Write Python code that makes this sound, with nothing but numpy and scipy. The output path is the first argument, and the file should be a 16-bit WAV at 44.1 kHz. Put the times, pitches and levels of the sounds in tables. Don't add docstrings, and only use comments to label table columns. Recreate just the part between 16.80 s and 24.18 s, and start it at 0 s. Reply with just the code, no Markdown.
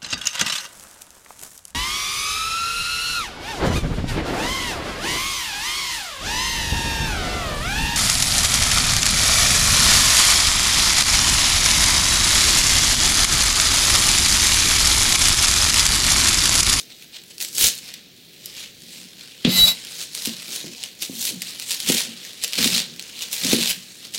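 import sys
import numpy as np
from scipy import signal
from scipy.fft import irfft
from scipy.io import wavfile
from scipy.ndimage import uniform_filter1d

SR = 44100
rng = np.random.default_rng(int(sys.argv[2]) if len(sys.argv) > 2 else 0)


def inscribe(sig):
    pcm = np.round(np.clip(np.atleast_2d(sig).T, -1, 1) * 32767)
    wavfile.write(sys.argv[1], SR, pcm.astype(np.int16))


def gain_from_db(level_db):
    decades = np.asarray(level_db, float) / 20
    return 10 ** decades


N = 325458
T = np.arange(N) / SR

# hz, level_db_per_hz
LEAF_SPECTRUM = [(350, -4), (600, -17), (1180, -20), (2150, -9.5), (2470, -6.5), (3160, -4), (3680, 0),
                 (4780, -5), (8270, -10), (15100, -20), (16000, -24)]
# time_s, level_db, treble_db
HAND_GRIP = [(0, -57, 2), (1.3, -56, 1), (1.93, -54, 5), (2.6, -53, 0), (2.95, -42, -10), (3.3, -47, -6),
             (3.55, -39.5, -8), (4.04, -38, -9), (4.18, -50, -9), (4.35, -44, -5), (4.75, -42, -8),
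             (5.33, -39, -12), (5.58, -48, -10), (6.1, -41, -8), (6.35, -37.5, -9), (7.0, -41, -9),
             (7.15, -49, -2), (7.38, -50, -2)]
# peak_s, level_db, rise_s_per_20db, fall_s_per_20db, treble_db
STRIPPING_STROKES = [(0.0, -41, .1, .07, 0), (0.115, -41, .06, .04, -10), (0.225, -41.5, .06, .08, -8),
                     (0.36, -34.5, .07, .07, -11.5), (0.51, -38, .02, .02, -6), (0.612, -31, .02, .13, 4),
                     (0.766, -33, .03, .03, 2), (0.784, -23, .008, .1, 1), (0.824, -16, .06, .1, 3),
                     (0.872, -19, .12, .05, 3), (0.96, -44, .1, .2, 7), (1.07, -36, .2, .23, -10),
                     (1.65, -48, .1, .1, 0), (1.81, -32.5, .25, .14, -9), (2.14, -38.5, .2, .4, -7),
                     (2.4, -40, .07, .4, -12), (2.63, -42, .15, .03, -5)]
# peak_s, level_db, rise_s_per_20db, fall_s_per_20db, treble_db
GATHERING_SWEEPS = [
    (2.649, -15, .004, .08, -26),
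    (2.71, -27, .1, .4, -18),
    (2.94, -37, .3, .25, -9),
]
# peak_s, level_db, rise_s_per_20db, fall_s_per_20db, treble_db
CUTTING_STROKES = [(3.23, -32, .4, .07, -3), (3.36, -32, .065, .3, -2.5), (3.46, -27, .06, .08, -.5),
                   (3.76, -29.5, .17, .13, -2), (4.225, -27, .025, .07, 0), (4.48, -27.5, .2, .08, 3),
                   (4.68, -33, .15, .2, -5), (4.83, -33, .09, .04, -1), (4.92, -28, .08, .085, .5),
                   (5.0, -35, .02, .2, -3), (5.095, -18, .05, .12, -3), (5.19, -22, .25, .13, -3),
                   (5.45, -36, .2, .2, -6), (5.64, -25, .025, .04, -3), (5.783, -22, .012, .2, -6.5),
                   (5.755, -31, .03, .06, -6), (5.85, -19, .11, .17, -3), (5.98, -21.5, .4, .09, -7.5),
                   (6.425, -27, .04, .08, -4), (6.53, -30, .045, .25, 4), (6.63, -27, .06, .1, -4),
                   (6.725, -17.5, .15, .12, -5), (6.83, -23.5, .15, .15, -7), (6.905, -24, .15, .065, -1),
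                   (7.25, -37.5, .16, .12, -8), (7.35, -28, .025, .06, -3)]
# start_s, peak_db, treble_db
STEM_TEARS = [(0.1216, -26, -3), (0.222, -25, -8), (0.4163, -25, -8), (0.4362, -21, 0), (0.5803, -12, 2.5),
              (0.602, -6, -4), (0.6469, -6, -.5), (0.7504, -14, 5), (0.7808, 1, -2), (0.9505, -24, 14),
              (0.9767, -17, 4), (0.985, -22, 10), (1.1385, -12, -2), (1.5327, -26, -10), (1.657, -20, 15),
              (2.6478, 2, -22), (2.7496, -7, -17), (2.8803, -6, -17)]
# start_s, peak_db, treble_db
RIB_BREAKS = [(3.048, -13, 0), (3.3484, -5, -2), (3.4558, 0, -6), (3.7284, -13, -5), (4.0363, -4, -6),
              (4.2215, -3, -3), (4.6185, -1, -.5), (4.797, -6, -2), (4.8945, -7, -4), (4.9064, -1, -2),
              (4.9452, -4, -2), (5.001, -5, 0), (5.0612, -9, -14), (5.087, -3, -10), (5.6365, 1, 0),
              (5.641, -4, 0), (5.6445, -7, 0), (5.6775, -8, -.5), (5.7322, 1, -5), (5.754, -5, -10),
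              (5.778, -7, -20), (5.8421, 3, -6.5), (5.9286, -1, -12), (6.1943, -5, -6), (6.2236, -14, -1),
              (6.3905, -13, -4.5), (6.42, -6.5, -3), (6.5282, 0, 1), (6.6456, -1, 0), (6.666, 0, -7),
              (6.8995, 1, 0), (7.3458, -8, -6)]
# start_s, peak_db
LEAF_CRACKS = [(3.069, -16), (3.6275, -16), (3.759, -12), (3.8672, -18), (4.232, -10), (4.49, -5),
               (4.8215, -12), (4.9164, -3), (5.168, -3), (5.1815, -1), (5.2055, -5), (5.623, -13),
               (5.7875, -3), (5.9405, -1), (5.962, -3), (5.9925, -2), (6.161, -18), (6.2957, -16),
               (6.5405, -7), (6.564, -6), (6.618, -8), (6.8272, -2), (6.873, 0), (6.909, -2), (7.2495, -17),
               (7.3768, -10),
               (0.6096, -9), (0.8111, -4), (0.8453, -2), (0.859, -1), (1.1425, -18), (3.3964, -14),
                  (3.4708, -9), (3.492, -11), (3.5661, -17), (3.6558, -17), (3.9339, -17), (4.4493, -10),
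                  (4.4732, -6), (4.5003, -10), (4.6256, -11), (4.9105, -6), (4.9283, -7), (5.0722, -8),
                  (5.0807, -5), (5.091, -1), (5.0971, 0), (5.1252, -3), (5.1426, -3), (5.1469, -5),
                  (5.1577, -7), (5.1751, -4), (5.2161, -7), (5.7392, -10), (5.7612, -9), (5.8008, -6),
                  (5.8133, -6), (5.8265, -4), (5.8449, -2), (5.8736, -3), (5.9324, -4), (5.9449, -4),
                  (5.9498, -2), (5.9805, -4), (5.9868, -4), (6.0002, -5), (6.2105, -19), (6.5353, -9),
                  (6.579, -9), (6.6124, -11), (6.6346, -10), (6.68, -5), (6.7103, -4), (6.7164, -1),
                  (6.729, -2), (6.735, -3), (6.7851, -9), (6.803, -6), (6.8079, -7), (6.815, -8),
                  (6.8349, -5), (6.8438, -6), (6.8569, -6), (6.8797, -6), (6.9026, -6), (6.9155, -6)]
# start_s, peak_db, dent_pitch_hz, upper_modes_db
BOARD_KNOCKS = [(2.255, -38, 229, -20), (2.65, -2, 223, -14.5), (2.783, -22, 169, -7),
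                (3.473, -16, 231, -17.5), (3.842, -25, 274, -8.5), (4.223, -38, 307, 1),
                (4.296, -20, 240, -13), (4.51, -27.5, 280, -15), (4.538, -27, 186, -20),
                (5.0995, -10, 236, -4), (5.147, -25, 199, 0), (5.786, -15.5, 244, -15),
                (5.859, -11.5, 223, -12), (6.649, -16.5, 240, -31), (6.685, -20, 250, -8),
                (6.7315, -7, 234, -1), (6.785, -24, 300, 0), (6.975, -34, 178, -18)]
# pitch_hz, level_db, t60_s
BOARD_MODES = [(144, -22, .12), (186, -2.5, 0.24), (231, 1, 0.13), (269, -6, 0.09), (337, 0.5, .08),
               (395, -5.5, 0.097), (472, -1.5, 0.05), (583, -20, 0.047), (820, -36, .05)]
# peak_s, level_db, rise_s_per_20db, fall_s_per_20db, pressed_pitch_hz
BOARD_PRESSES = [(0.85, -25, .12, .065, 315), (2.12, -46, .6, .7, 207), (2.67, -6, .015, .075, 232),
                 (2.8, -26, .1, .25, 188), (3.475, -24, .015, .11, 231), (3.7, -34, .05, .06, 300),
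                 (3.76, -36, .07, .08, 470), (3.85, -28, .04, .13, 285), (4.23, -42, .05, .05, 283),
                 (4.31, -29, .02, .2, 262), (4.51, -30, .08, .06, 300), (4.56, -27.5, .06, .07, 192),
                 (5.1, -16, .05, .08, 260), (5.28, -28, .07, .1, 240), (5.79, -16, .02, .2, 227),
                 (5.88, -21, .1, .14, 195), (5.96, -26, .1, .1, 195), (6.1, -36, .06, .2, 186),
                 (6.39, -48, .15, .5, 273), (6.66, -15, .04, .11, 220), (6.75, -15, .08, .15, 205),
                 (7.38, -44, .2, .1, 239)]
# time_s, main_mode_db, other_modes_db, tip_modes_db
BLADE_SCRAPE = [
    [(2.67, -46, 2, 7), (2.71, -28, -1, 3), (2.779, -22, 3, 4), (2.79, -11.5, -7, 1), (2.855, -11, -9, -5),
     (2.868, -24, 4, -7), (2.884, -12.5, -5, -4), (2.916, -27, 0, 2), (2.97, -62, 0, 5)],
]
# pitch_hz, width_hz, level_db
BLADE_MODES = [(645, 45, -37), (1400, 29, -34), (2050, 30, -25), (2670, 30, -28), (3010, 30, -21),
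               (3520, 40, -21), (3900, 28, 0), (4090, 25, -14), (4540, 26, -11), (4745, 45, -21),
               (5050, 85, -24), (5430, 34, -24), (6370, 45, -21), (7230, 54, -20), (7800, 28, -22),
               (8420, 38, -28), (8800, 44, -28), (9310, 94, -27), (9650, 27, -22), (10300, 56, -28),
               (11300, 35, -25), (11800, 110, -22), (12200, 29, -21), (12500, 31, -29), (12800, 29, -23),
               (13700, 28, -28)]
# start_s, pitch_hz, level_db, t60_s
EDGE_CRACK = (2.6494, 3350, -10, .025)
# hz, level_db_per_hz
KITCHEN_SPECTRUM = [(15, -53), (25, -31), (53, -23), (145, 1.5), (195, -2), (354, -3.5), (754, -21),
                    (1040, -31.5), (2350, -7), (2550, -14), (3520, -5.5), (9070, -29), (14800, -14),
                    (16000, -34)]

FIDGET_DB, FIDGET_PER_S = 1.8, 13
CRACK_TREBLE_DB = -7
SNAP_DECAY_S = .0012
BOUNCE_S, BOUNCE_DB = .0004, -5
TREBLE_LOSS_DB_PER_DB = .35
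SAG_HZ_PER_DB = 1.2
REST_DB, REST_HZ = -57, 235
LOW_MODES_DB, LOW_MODES_DB_PER_OCTAVE = -19, -35
BLADE_ROOM_SHARE = .45
KITCHEN_DB = -49
ROOM_T60_S, ROOM_DB = .29, -13
ECHO_S, ECHO_DB = .0065, -11.5
TOP_HZ = 15900
CEILING = .62


def leaves():
    grip_db, grip_treble_db = curve(HAND_GRIP)
    grip_db = grip_db + FIDGET_DB * walk(FIDGET_PER_S)
    strokes = STRIPPING_STROKES + GATHERING_SWEEPS + CUTTING_STROKES
    crinkle_db, treble_db = swells(strokes, grip_db, grip_treble_db, TREBLE_LOSS_DB_PER_DB)
    treble_db = treble_db + 7.2

    small = [(s, db, CRACK_TREBLE_DB) for s, db in LEAF_CRACKS]
    snap_s, peak_db, snap_treble_db = np.transpose(STEM_TEARS + RIB_BREAKS + small)
    snap_treble_db = snap_treble_db + 6

    ticks, common = grains(rate=320, spread_db=3.3, decay_s=.00069)
    out = np.convolve(ticks * gain_from_db(crinkle_db - 12), click(0.))[128:N + 128]
    for at, db, bright_db in zip((snap_s * SR).astype(int), peak_db - 2.2, snap_treble_db):
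        out[at - 72:at + 184] += gain_from_db(db) * click(bright_db)[:N - at + 72]

    centres_hz = 500 * 2 ** np.arange(0, 5.1, 1 / 3)
    patch_db = 2.8 * rng.standard_normal((len(snap_s), len(centres_hz)))
    tail = np.exp(-np.arange(1024) / SR / SNAP_DECAY_S)
    tail_at = ((snap_s + .0012) * SR).astype(int)
    for k, hz in enumerate(centres_hz):
        own = grains(rate=400, spread_db=2.5, decay_s=.0016)[1]
        drift_db = 1.5 * walk(14)
        texture = common + gain_from_db(-1) * own + gain_from_db(-.2)
        shape = gain_from_db(crinkle_db - 10 + reach(hz) * treble_db + drift_db) * texture
        low_cut_db = 3 * min(np.log2(hz / 2000), 0)
        tail_db = peak_db - 19.3 + low_cut_db + reach(hz) * snap_treble_db + patch_db[:, k]
        for at, db in zip(tail_at, tail_db):
            shape[at:at + len(tail)] += gain_from_db(db) * tail[:N - at]
        gain = gain_from_db(colour(LEAF_SPECTRUM, min(hz, 15000)) + 11.5)
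        out = out + gain * band(shape * rng.standard_normal(N), hz, 1 / 3)
    return out


def board():
    push_db, pressed_hz = swells(BOARD_PRESSES, REST_DB, REST_HZ, SAG_HZ_PER_DB)
    unevenness = .9 + .5 * grains(rate=200, spread_db=1.5, decay_s=.004)[1]
    push = rng.standard_normal(N) * unevenness * gain_from_db(push_db - 36)

    knock_s, peak_db, dent_hz, upper_db = np.transpose(BOARD_KNOCKS)
    low_db = LOW_MODES_DB + LOW_MODES_DB_PER_OCTAVE * np.log2(dent_hz / REST_HZ)
    knock_at = (knock_s * SR).astype(int)
    spot_db = rng.standard_normal((len(knock_s), len(BOARD_MODES)))
    contact = np.sin(np.pi * np.arange(0, 1, 1 / (.00085 * SR)))
    contact = contact / contact.sum()

    out = np.zeros(N)
    for k, (hz, db, t60_s) in enumerate(BOARD_MODES):
        place_db = 0
        if hz > 290:
            place_db = upper_db + 6.5
        elif hz < 205:
            place_db = low_db + 3.5
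        blows = np.zeros(N)
        np.add.at(blows, knock_at, gain_from_db(peak_db - 10.5 + place_db + spot_db[:, k]))
        octaves_off = np.minimum(np.abs(np.log2(hz / pressed_hz)), .8)
        rub = push * gain_from_db(-18 * octaves_off)
        out += gain_from_db(db) * ring(np.convolve(blows, contact)[:N] + rub, hz, t60_s)

    t = T[:4096]
    dent_envelope = np.exp(-t / .017) * np.clip(t / .0018, 0, 1)
    sagging_s = t + .16 * .02 * (1 - np.exp(-t / .024))
    for at, db, hz in zip(knock_at, peak_db, dent_hz):
        out[at:at + len(t)] += gain_from_db(db - 9) * np.sin(2 * np.pi * hz * sagging_s) * dent_envelope
    return signal.sosfilt(signal.butter(4, 130, "high", fs=SR, output="sos"), out)


def blade():
    on = (T > BLADE_SCRAPE[0][0][0]) & (T < BLADE_SCRAPE[-1][-1][0])
    main_db, others_db, tip_db = (c[on] for c in curve(BLADE_SCRAPE))
    loudest = np.argmax(np.array(BLADE_MODES)[:, 2])

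    slip = .55 + grains(rate=2000, spread_db=3, decay_s=.00087)[1]
    chatter = (rng.standard_normal(N) * slip)[on]
    hiss = level(band(chatter, 8900, 1.6), -5)
    hiss = hiss + level(band(chatter, 4200, 1.66), -6)
    hiss = hiss + level(band(chatter, 1570, 2.8), -12.5)
    steel = hiss * gain_from_db(main_db + others_db + 1.5)

    for k, (hz, width_hz, db) in enumerate(BLADE_MODES):
        wander_rad = (1.3 if k == loudest else 2.2) * walk(1.5 * width_hz)[on]
        mode = np.sin(2 * np.pi * hz * T[on] + wander_rad)
        if k == loudest:
            drive_db = main_db + 1.5 * walk(90)[on]
        else:
            tilt_db = 5.5 - 1.7 * np.log2(hz / 4000)
            drive_db = main_db + others_db + tilt_db + 4 * walk(45)[on]
        if hz < 1000:
            drive_db = drive_db - tip_db
        elif hz < 3100:
            drive_db = drive_db + tip_db
        steel = steel + level(mode, db + 10 * np.log10(width_hz / 28)) * gain_from_db(drive_db)

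    out = np.zeros(N)
    out[on] = steel
    out *= uniform_filter1d(1. * on, 400)
    start_s, hz, db, t60_s = EDGE_CRACK
    out[int(start_s * SR):][:4096] += ring(gain_from_db(db) * (T[:4096] == 0), hz, t60_s)
    return out


def room(x):
    t = T[:int(.5 * SR)]
    envelope = np.exp(-np.log(1000) * t / ROOM_T60_S) * np.clip(t / .018, 0, 1)
    tail = signal.lfilter([1], [1, -.3], rng.standard_normal(len(t)) * envelope)
    tail = gain_from_db(ROOM_DB) * tail / np.sqrt(np.sum(tail ** 2))
    tail[int(ECHO_S * SR)] += gain_from_db(ECHO_DB)
    return x + signal.fftconvolve(x, tail)[:N]


def rumble(near):
    shake = gain_from_db(-74 + 2.7 * walk(4)) + gain_from_db(-13.5) * uniform_filter1d(near ** 2, 500)
    return level(band(rng.standard_normal(N), 35, 2.5), 0) * shake


def kitchen():
    out = np.zeros(N)
    for hz in 30 * 2 ** np.arange(0, 9.1, .5):
        flicker_db = 1.74 * walk(3.8)
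        gain = gain_from_db(colour(KITCHEN_SPECTRUM, min(hz, 15000)) + flicker_db)
        out += gain * band(rng.standard_normal(N), hz, .5)
    return level(out, KITCHEN_DB)


def swells(rows, rest_db, rest_value, sag_per_db):
    t = T[::64]
    peak_s, db, rise_s, fall_s, value = np.transpose(rows)[:, :, None]
    faded_db = 20 * np.maximum(t - peak_s, 0) / fall_s
    rising_db = 20 * np.maximum(peak_s - t, 0) / rise_s
    power = gain_from_db(2 * (db - faded_db - rising_db))
    rest = gain_from_db(2 * (rest_db + 0 * T))[::64]
    rest_value = (rest_value + 0 * T)[::64]
    total = power.sum(axis=0) + rest
    weighted = (power * (value - sag_per_db * faded_db)).sum(axis=0) + rest * rest_value
    return np.interp(T, t, 10 * np.log10(total)), np.interp(T, t, weighted / total)


def grains(rate, spread_db, decay_s):
    chance = rng.random((2, N))
    size = np.minimum(-np.log(1 - chance[1]), 4.5)
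    starts = (chance[0] < rate / SR) * gain_from_db(spread_db * size)
    tails = signal.lfilter([1], [1, -np.exp(-1 / (decay_s * SR))], starts)
    scale = np.sqrt(np.mean(tails ** 2))
    return starts / scale, tails / scale


def click(treble_db):
    hz = np.linspace(1, SR / 2, 129)
    spectrum_db = colour(LEAF_SPECTRUM, np.minimum(hz, 15000)) + reach(hz) * treble_db
    shape = np.roll(irfft(gain_from_db(spectrum_db) * np.minimum(hz / 900, 1) ** 2), 128)
    bounce = gain_from_db(BOUNCE_DB) * np.roll(shape, int(BOUNCE_S * SR))
    return -(shape + bounce) / shape.max()


def reach(hz):
    return np.clip(np.log(hz / 3200) / np.log(3.2), 0, 1.2)


def ring(x, hz, t60_s):
    pole = np.exp(2j * np.pi * hz / SR - np.log(1000) / (t60_s * SR))
    return signal.lfilter([1], [1, -pole], x).imag


def walk(rate):
    k = int(SR / rate)
    steps = np.repeat(rng.standard_normal(N // k + 1), k)
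    return 1.3 * uniform_filter1d(uniform_filter1d(steps, k), k)[:N]


def band(x, hz, octaves):
    edges_hz = hz * 2. ** (np.array([-.5, .5]) * octaves)
    edges_hz = np.minimum(edges_hz, .49 * SR)
    return signal.sosfilt(signal.butter(2, edges_hz, "band", fs=SR, output="sos"), x)


def colour(points, hz):
    f, db = np.transpose(points)
    return np.interp(np.log(hz), np.log(f), db)


def curve(table):
    s, *columns = np.transpose(np.vstack(table))
    return [np.interp(T, s, c) for c in columns]


def level(x, db):
    return x * gain_from_db(db) / np.sqrt(np.mean(x ** 2))


def scene():
    steel = blade()
    near = room(leaves() + BLADE_ROOM_SHARE * steel)
    near = near + (1 - BLADE_ROOM_SHARE) * steel + board()
    return (near + rumble(near) + kitchen())[None]


def band_limit(x):
    return signal.sosfilt(signal.butter(12, 16990, fs=SR, output="sos"), x)


def record(dry):
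    limited = dry / (1 + np.abs(dry / CEILING) ** 4) ** .25
    top_cut = signal.ellip(10, .2, 45, TOP_HZ, fs=SR, output="sos")
    return band_limit(signal.sosfilt(top_cut, limited))


dry = scene()
out = record(dry)
inscribe(out)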